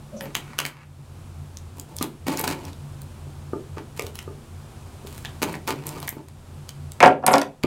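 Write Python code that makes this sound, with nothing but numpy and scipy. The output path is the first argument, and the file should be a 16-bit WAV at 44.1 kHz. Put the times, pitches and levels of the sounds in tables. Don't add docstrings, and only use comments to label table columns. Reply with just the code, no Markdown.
import sys
import numpy as np
from scipy import signal
from scipy.fft import rfft, irfft, next_fast_len
from scipy.io import wavfile
from scipy.ndimage import uniform_filter1d

SR = 44100
rng = np.random.default_rng(int(sys.argv[2]) if len(sys.argv) > 2 else 0)


def generate_wav(signal):
    frames = np.transpose(np.atleast_2d(signal))
    scaled = np.clip(frames, -1, 1) * 32767
    pcm = np.round(scaled).astype(np.int16)
    wavfile.write(sys.argv[1], SR, pcm)


N = 337806
TIME = np.arange(N) / SR

BAND_EDGES = [180, 1000, 3000, 7000, 15500]
# (pitch [Hz], relative level [dB], ring time [s])
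BOX_TONES = [(285, -12, .18), (363, -10, 0.25), (430, 0.5, 0.053), (510, -3.5, 0.24), (562, -3.5, 0.18),
             (723, -23, .12), (873, 2.5, 0.082), (1190, -25, 0.12), (1390, -16, 0.11)]
# (pitch [Hz], relative level [dB], ring time [s])
STEEL_TONES = [(4200, 10, .08), (6212, -21, .16), (6440, -12, .12), (7612, -16, 0.04421), (8500, 15, 0.13),
               (10300, -6, .1), (12122, -12, 0.07151)]


def undb(db):
    return 10 ** (np.asarray(db) / 20)


def level(x, db):
    return x * undb(db) / np.sqrt(np.mean(x ** 2) + 1e-20)


def band(x, lo_hz, hi_hz, order=3):
    sos = signal.butter(order, [lo_hz, min(hi_hz, .45 * SR)], "band", fs=SR, output="sos")
    return signal.sosfilt(sos, x)


def colour(x, points):
    hz, db = np.transpose(points)
    size = next_fast_len(len(x))
    freqs = np.arange(size // 2 + 1) * SR / size
    gain = undb(np.interp(np.log(freqs + 1), np.log(hz), db))
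    return irfft(rfft(x, size) * gain, size)[:len(x)]


def add(out, start_s, x):
    i = int(np.clip(start_s * SR, 0, N - 1))
    out[i:i + len(x)] += x[:N - i]


def fade(t, t60):
    return np.exp(-np.log(1000) * t / t60)


def ring(tones):
    t = TIME[:SR // 2]
    size = np.sqrt(sum(undb(db) ** 2 for _, db, _ in tones) / 2)
    return sum((-1) ** k * undb(db) * np.sin(2 * np.pi * hz * t) * fade(t, t60)
               for k, (hz, db, t60) in enumerate(tones)) / size


def crack(levels_db, edges_hz, t60, damping, rise_s):
    t, out = TIME[:SR // 12], 0
    span = .004 * SR
    for k, db in enumerate(levels_db):
        push = np.minimum(t / rise_s, 1) * fade(t, t60 / damping ** k)
        burst = band(rng.standard_normal(len(t)) * push, edges_hz[k], edges_hz[k + 1])
        out = out + burst * undb(db) * np.sqrt(span / np.sum(burst ** 2))
    return out


def duct_hum(hz, width_hz):
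    freqs = np.arange(N // 2 + 1) * SR / N
    hum = irfft(rfft(rng.standard_normal(N)) / (1 + ((freqs - hz) / width_hz) ** 2), N)
    return hum / np.sqrt(uniform_filter1d(hum ** 2, size=15000) + 1e-12)


def ventilation():
    # (time [s], lower hum [dB], upper hum [dB])
    hum_levels = [(0.0, -56, -51.5), (0.66, -62, -49), (1.04, -50, -52), (1.28, -43.5, -46),
                  (1.71, -46, -54.5), (2.09, -50, -51), (2.88, -45, -45.5), (4.97, -47.5, -53.5),
                  (5.95, -50.5, -42.5), (6.25, -54, -55), (6.81, -44, -45), (7.66, -70, -57)]
    # (frequency [Hz], gain [dB])
    air_colour = [(12, -54), (20, -18), (49, -13.5), (87, -8), (112, 12.5), (148, -10), (175, -19.5),
                  (213, -14.5), (306, -27), (342, -21.5), (427, -28.5), (811, -28.5), (2330, -33),
                  (6190, -49.5), (15500, -52)]
    # (time [s], gain [dB])
    hiss_dips = [(0, 0), (.5, 2.5), (.76, -8), (1.2, .5), (2.2, -1), (2.8, 2.5), (4.2, .5), (5.3, 4.5),
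                 (6.25, -3.5), (6.55, 1), (7.0, .5), (7.15, -9.5), (7.66, -6)]
    times, lower_db, upper_db = np.transpose(hum_levels)
    lower = duct_hum(hz=87, width_hz=5) * undb(np.interp(TIME, times, lower_db) + 4)
    upper = duct_hum(hz=143, width_hz=4) * undb(np.interp(TIME, times, upper_db) + 4.5)
    air = colour(rng.standard_normal(N), air_colour)
    rumble = level(band(air, 14, 68.4), -48) + level(band(air, 58.6, 194), -46.5)
    rumble += level(band(air, 189.8, 1990), -45.5)
    hiss = level(band(air, 5660, 11200, order=1), -56.5)
    dip_db = np.interp(TIME, *np.transpose(hiss_dips))
    return lower + upper + rumble * undb(.97 * dip_db) + hiss * undb(dip_db)


def room(x, build_s, wall_s, wall_db):
    # (low edge [Hz], high edge [Hz], ring time [s], gain [dB])
    echo_bands = [(95, 606, 0.32, 1), (444, 1630, 0.2, -3), (1600, 4000, 0.22, -5),
                  (5060, 25000, 0.19, -10.5)]
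    t, response = TIME[:SR // 2], 0
    for lo_hz, hi_hz, t60, db in echo_bands:
        tail = rng.standard_normal(len(t)) * fade(t, t60) * np.minimum(t / build_s, 1) ** 2
        response = response + band(tail / np.sqrt(np.sum(tail ** 2)), lo_hz, hi_hz) * undb(db)
    out = x + signal.fftconvolve(x, response)[:N]
    add(out, wall_s, undb(wall_db) * band(x, 298.94, 12000, order=1))
    return out


def box_bumps(ring_db, wall_t60, knock_hz, knock_t60):
    # (time [s], wall level [dB], wall pitch [Hz], knock level [dB])
    bumps = [(2.011, -19, 282, -25), (2.285, -20, 220, -42), (3.269, -35.5, 337, -58),
             (3.533, -15.5, 362, -27), (3.771, -26, 380, -33.5), (3.994, -22.5, 453, -29.5),
             (4.043, -28, 455.5, -43), (4.277, -25.5, 380, -35.5), (5.049, -31, 400, -52),
             (5.69, -21.5, 426, -21.5), (5.968, -29, 416, -32), (6.168, -27.5, 317, -44.5),
             (7.639, -11.5, 155, -25.5), (7.644, -8.5, 338, -33)]
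    out, box = np.zeros(N), ring(BOX_TONES)
    onset = np.minimum(TIME[:SR // 2] / .00051, 1)
    for start, wall_db, hz, knock_db in bumps:
        wall = undb(wall_db) * ring([(hz, 0, wall_t60)])
        knock = undb(knock_db) * ring([(knock_hz, 0, knock_t60)])
        hollow = undb(wall_db + ring_db) * box
        add(out, start, band(onset * (wall + knock + hollow), 72, 1400, order=2))
    return out


def blade_squeaks(waver_db):
    # (start [s], end [s], first pitch [Hz], last pitch [Hz], level [dB])
    squeaks = [(0.115, .19, 574, 567, -42.5), (0.124, 0.19, 202, 201, -40), (0.202, 0.254, 565, 539, -43),
               (0.206, 0.28, 200.5, 182, -44), (0.159, 0.207, 6405, 5605, -52.5),
               (0.204, 0.264, 10460, 13900, -49.5), (5.871, 5.9, 7200, 10300, -46),
               (7.05, 7.082, 8209, 8140, -46), (7.309, 7.335, 8540, 7800, -36),
               (7.313, 7.331, 11500, 11200, -35)]
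    out = np.zeros(N)
    for start, end, from_hz, to_hz, db in squeaks:
        count = max(int((end - start) * SR), 64)
        slip = level(uniform_filter1d(rng.standard_normal(count), size=int(3 * SR / from_hz)), waver_db)
        hz = np.linspace(from_hz, to_hz, count) * np.exp(slip - slip.mean())
        tone = np.sin(2 * np.pi * np.cumsum(hz) / SR)
        add(out, start, level(tone * signal.windows.tukey(count, .6), db))
    return out


def rasp(count, grains_per_s, scatter_db, rub_db, steel_db, patchy_db):
    # (frequency [Hz], gain [dB])
    cardboard = [(71, -45), (120, -8), (166, 2), (240, -17.5), (282, -1), (383, -6.5), (563, -15),
                 (690, -17), (863, -9), (1650, -17.5), (2440, -17), (3510, -28), (4480, -21), (5270, -26.5),
                 (15500, -34)]
    sizes = undb(scatter_db * np.minimum(rng.exponential(size=count), 4))
    grains = (rng.random(count) < grains_per_s / SR) * sizes * rng.choice([-1, 1], count)
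    drag = level(grains, 0) + undb(rub_db) * rng.standard_normal(count)
    catches = np.repeat(rng.standard_normal(count), SR // 200)[:count]
    drag = drag * undb(patchy_db * uniform_filter1d(catches, size=SR // 1000))
    steel = signal.fftconvolve(drag, ring(STEEL_TONES)[:SR // 150])[:count]
    sound = colour(drag + level(steel, steel_db), cardboard)
    return np.array([level(band(sound, lo, hi), 0) for lo, hi in zip(BAND_EDGES, BAND_EDGES[1:])])


def short_cuts(ease_db, attack_s, release_s):
    # (start [s], length [s], rasp [dB], treble lift [dB per band], cardboard drumming [dB])
    strokes = [(.21, 0.079, -47.5, -7.5, -43.5), (0.36, 0.015, -39, 1, -38), (.411, 0.43, -51.5, -10, -63),
               (.595, 0.016, -34.5, -2, -47), (0.657, 0.016, -44, 1.5, -68),
               (1.758, 0.066, -64.5, 3, -49.5), (1.887, 0.12, -61.5, -1, -49),
               (2.009, 0.017613, -30, -4, -28), (3.765, 0.021, -45.5, -8.5, -41.5),
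               (3.962, 0.13, -53.5, 0.5, -53), (4.142, 0.079, -54.5, 0.5, -73), (5.06, 0.16, -57.5, 2, -66),
               (5.25, 0.041, -51.5, -3, -52.5), (5.418, 0.01312, -30, -3.5, -28),
               (5.473, 0.082, -42, -4, -35), (5.67, .045, -32, -4, -31), (5.755, 0.13, -52, -5, -48.5),
               (5.854, 0.14, -47, -2.5, -41.5), (6.016, 0.053, -47.5, -1.5, -47.5),
               (6.124, 0.077, -55.5, -7, -46.5)]
    out = np.zeros(N)
    for start, length, db, bright_db, drum_db in strokes:
        t = TIME[:int(length * SR) + SR // 10]
        pressure = np.minimum(t / attack_s, 1) * undb(ease_db * (.5 - np.minimum(t / length, 1)))
        pressure = pressure * np.exp(-np.maximum(t - length, 0) / release_s)
        bands = rasp(len(t), grains_per_s=330, scatter_db=6, rub_db=-1, steel_db=-17, patchy_db=3)
        gains = undb([drum_db, db, db + bright_db, db + 2 * bright_db])
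        add(out, start, pressure * (gains @ bands))
    return out


def long_slit(even_db, brighten):
    # (time [s], tape rasp [dB], cardboard drumming [dB])
    pull = [(2.25, -87, -78), (2.27, -28, -27.5), (2.292, -33, -23), (2.35, -33.5, -31), (2.36, -41, -31),
            (2.39, -26.5, -33), (2.396, -31, -26.5), (2.434, -46, -36), (2.442, -21, -17),
            (2.466, -45.5, -43), (2.478, -26, -27), (2.496, -35.5, -43), (2.51, -30.5, -28),
            (2.576, -49, -40), (2.694, -44.5, -39.5), (2.75, -68, -79)]
    balance_db = [-4, -5, -7.5, -9]
    out = np.zeros(N)
    times, tape_db, board_db = np.transpose(pull)
    t = np.arange(times[0], times[-1], 1 / SR)
    rip_db, drum_db = np.interp(t, times, tape_db), np.interp(t, times, board_db)
    gains = undb([drum_db, rip_db, rip_db, rip_db + brighten * (rip_db - even_db)])
    bands = rasp(len(t), grains_per_s=600, scatter_db=2.5, rub_db=-1, steel_db=-18, patchy_db=2.5)
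    add(out, times[0], undb(balance_db) @ (gains * bands))
    return out


def tape_snaps(ring_db, ping_db, ping_cycles, crack_db, crack_t60):
    # (time [s], pitch [Hz], relative level [dB], loss below the pitch [dB per octave])
    snaps = [(0.2086, 1850, -36, 2), (.352, 2980, -21, 6), (0.5884, 2970, -20.5, 3.5),
             (0.6521, 2350, -28.5, 2), (1.5715, 6230, -31, 38), (1.7977, 7260, -30, 21),
             (1.9662, 9300, -32, 10.5), (1.9858, 5700, -30, 14), (2.0263, 9300, -22.5, 4.5),
             (2.373, 6540, -28, 8), (2.3952, 13200, -20.5, 13), (2.413, 12000, -24.5, 10),
             (2.4768, 4200, -29.5, -1.5), (2.652, 5960, -39.5, 9), (2.731, 4500, -45, 15),
             (3.0181, 8900, -40.5, 7), (3.9949, 2270, -30, 2), (4.022, 6840, -36, 4.5),
             (4.0666, 3940, -38.5, 1), (4.155, 11200, -37.5, 3), (4.1896, 2880, -33, 6),
             (5.071, 3500, -41.5, 12), (5.179, 8804, -41.5, 1.5), (5.2489, 1790, -32.5, 6.5),
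             (5.2559, 3280, -31.5, 20), (5.4254, 2550, -28, -2), (5.438, 6600, -31, 3),
             (5.529, 9100, -40, 11), (5.541, 1960, -33.5, 30), (5.676, 2450, -32.5, -2.5),
             (5.69, 7500, -36, 3), (5.868, 12100, -25.5, 15), (5.8911, 7220, -30, 15),
             (6.002, 9300, -38.5, 6), (6.0282, 4560, -40.5, -2), (6.0766, 13000, -27.5, 10),
             (6.0807, 2050, -29, 11), (6.0911, 12900, -20.5, 13), (6.285, 9000, -50, 1),
             (6.6912, 4860, -33.5, 7), (6.9193, 7850, -37.5, 6), (7.6357, 2480, -24.5, 8.5)]
    centres = [450, 1800, 4500, 10500]
    out, box = np.zeros(N), ring(BOX_TONES)
    for start, hz, db, loss_db in snaps:
        octaves = np.log2(np.array(centres) / hz)
        levels_db = db - loss_db * np.maximum(-octaves, .55 * octaves)
        first_fibre = crack(levels_db - 18.5, BAND_EDGES, t60=.012, damping=.94, rise_s=.002)
        add(out, start - .0062, first_fibre)
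        add(out, start, crack(levels_db + crack_db, BAND_EDGES, crack_t60, damping=1.02, rise_s=.00021))
        ping = band(ring([(hz, 0, ping_cycles / hz)]), .33 * hz, 2.4 * hz, order=1)
        add(out, start, undb(db + ping_db) * ping)
        add(out, start, box * undb(levels_db[0] + ring_db))
    return out


def knife_drop(table_db, steel_db, clack_db, thud_db, clacks_per_hit):
    # (time [s], knock [dB], upper clack boost [dB], click [dB], blade [dB])
    hits = [(7.004, -13.5, 3, -27, -35.5), (7.0274, -1.5, -7, -23, -33), (7.036, -4, -6.5, -26, -46),
            (7.047, -13, 1.5, -40, -38), (7.0589, -5.5, -13.5, -25, -45), (7.069, -17, -8, -44, -43),
            (7.077, -19.5, 1.5, -36, -41), (7.226, -34, -20, -61, -75.5), (7.237, -21.5, -17, -59, -73),
            (7.2646, -17.5, -2, -23, -13), (7.278, -11, -6, -25, -36.5), (7.309, -13.5, -10, -46, -52),
            (7.332, -12.5, -11, -29, -31), (7.3378, -6.5, -10.5, -17.5, -32), (7.356, -15.5, -8, -29, -33),
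            (7.3818, -32, 7.5, -25, -29.5), (7.4153, -23, -3, -27, -33.5)]
    # (pitch [Hz], relative level [dB], ring time [s])
    table_tones = [(136, -17, 0.21), (211, -14.5, 0.17), (273, -8, 0.2), (285, -10.5, 0.31),
                   (340.3, -19, 0.51), (400, -8, .22), (488, -8, 0.095), (527, -6, 0.19), (575, -13, .15),
                   (620, -15, .09), (741, 2, .16), (834, -9.5, .1), (935, -20, .12), (925, -5, 0.12),
                   (1064.6, 1.5, 0.14), (1066, -1, 0.16), (1107, -6, 0.076), (1350, -2, .075),
                   (1420, -5, 0.083), (1632, -8, .06), (1790, -16, .06)]
    rebound_s, weaker_db, duller_db = .005, 7, 12
    out, table, steel = np.zeros(N), ring(table_tones), ring(STEEL_TONES)
    for start, knock_db, hard_db, click_db, blade_db in hits:
        add(out, start, table * undb(knock_db + table_db) + steel * undb(blade_db + steel_db))
        add(out, start, crack([knock_db + thud_db], [150, 400], t60=.072, damping=1, rise_s=.0018))
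        for k in range(clacks_per_hit):
            clack = undb(clack_db) * crack([knock_db, knock_db + hard_db], [560, 1050, 2500],
                                           t60=.045, damping=1.26, rise_s=.00031)
            click = crack([click_db, blade_db], [2700, 6500, 13000], t60=.011, damping=.83, rise_s=.0003)
            add(out, start, undb(-k * weaker_db) * (clack + undb(-k * duller_db) * click))
            start += rebound_s * rng.uniform(.8, 1.2)
    return out


def scene():
    sound = short_cuts(ease_db=3, attack_s=.0025, release_s=.013)
    sound += long_slit(even_db=-27, brighten=.15)
    sound += tape_snaps(ring_db=-19, ping_db=10.5, ping_cycles=12.9, crack_db=-1.5, crack_t60=.008)
    sound += blade_squeaks(waver_db=-21)
    sound += box_bumps(ring_db=-20.5, wall_t60=.028, knock_hz=1212, knock_t60=.039)
    sound += knife_drop(table_db=-2.5, steel_db=-21, clack_db=-2, thud_db=-10.5, clacks_per_hit=2)
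    return (room(sound, build_s=.0027, wall_s=.015, wall_db=-14) + ventilation())[None]


def record(dry):
    top_hz = 15900
    clipped = np.clip(dry, -1, 1)
    return signal.sosfilt(signal.ellip(8, .2, 70, top_hz, fs=SR, output="sos"), clipped)


dry = scene()
out = record(dry)
generate_wav(out)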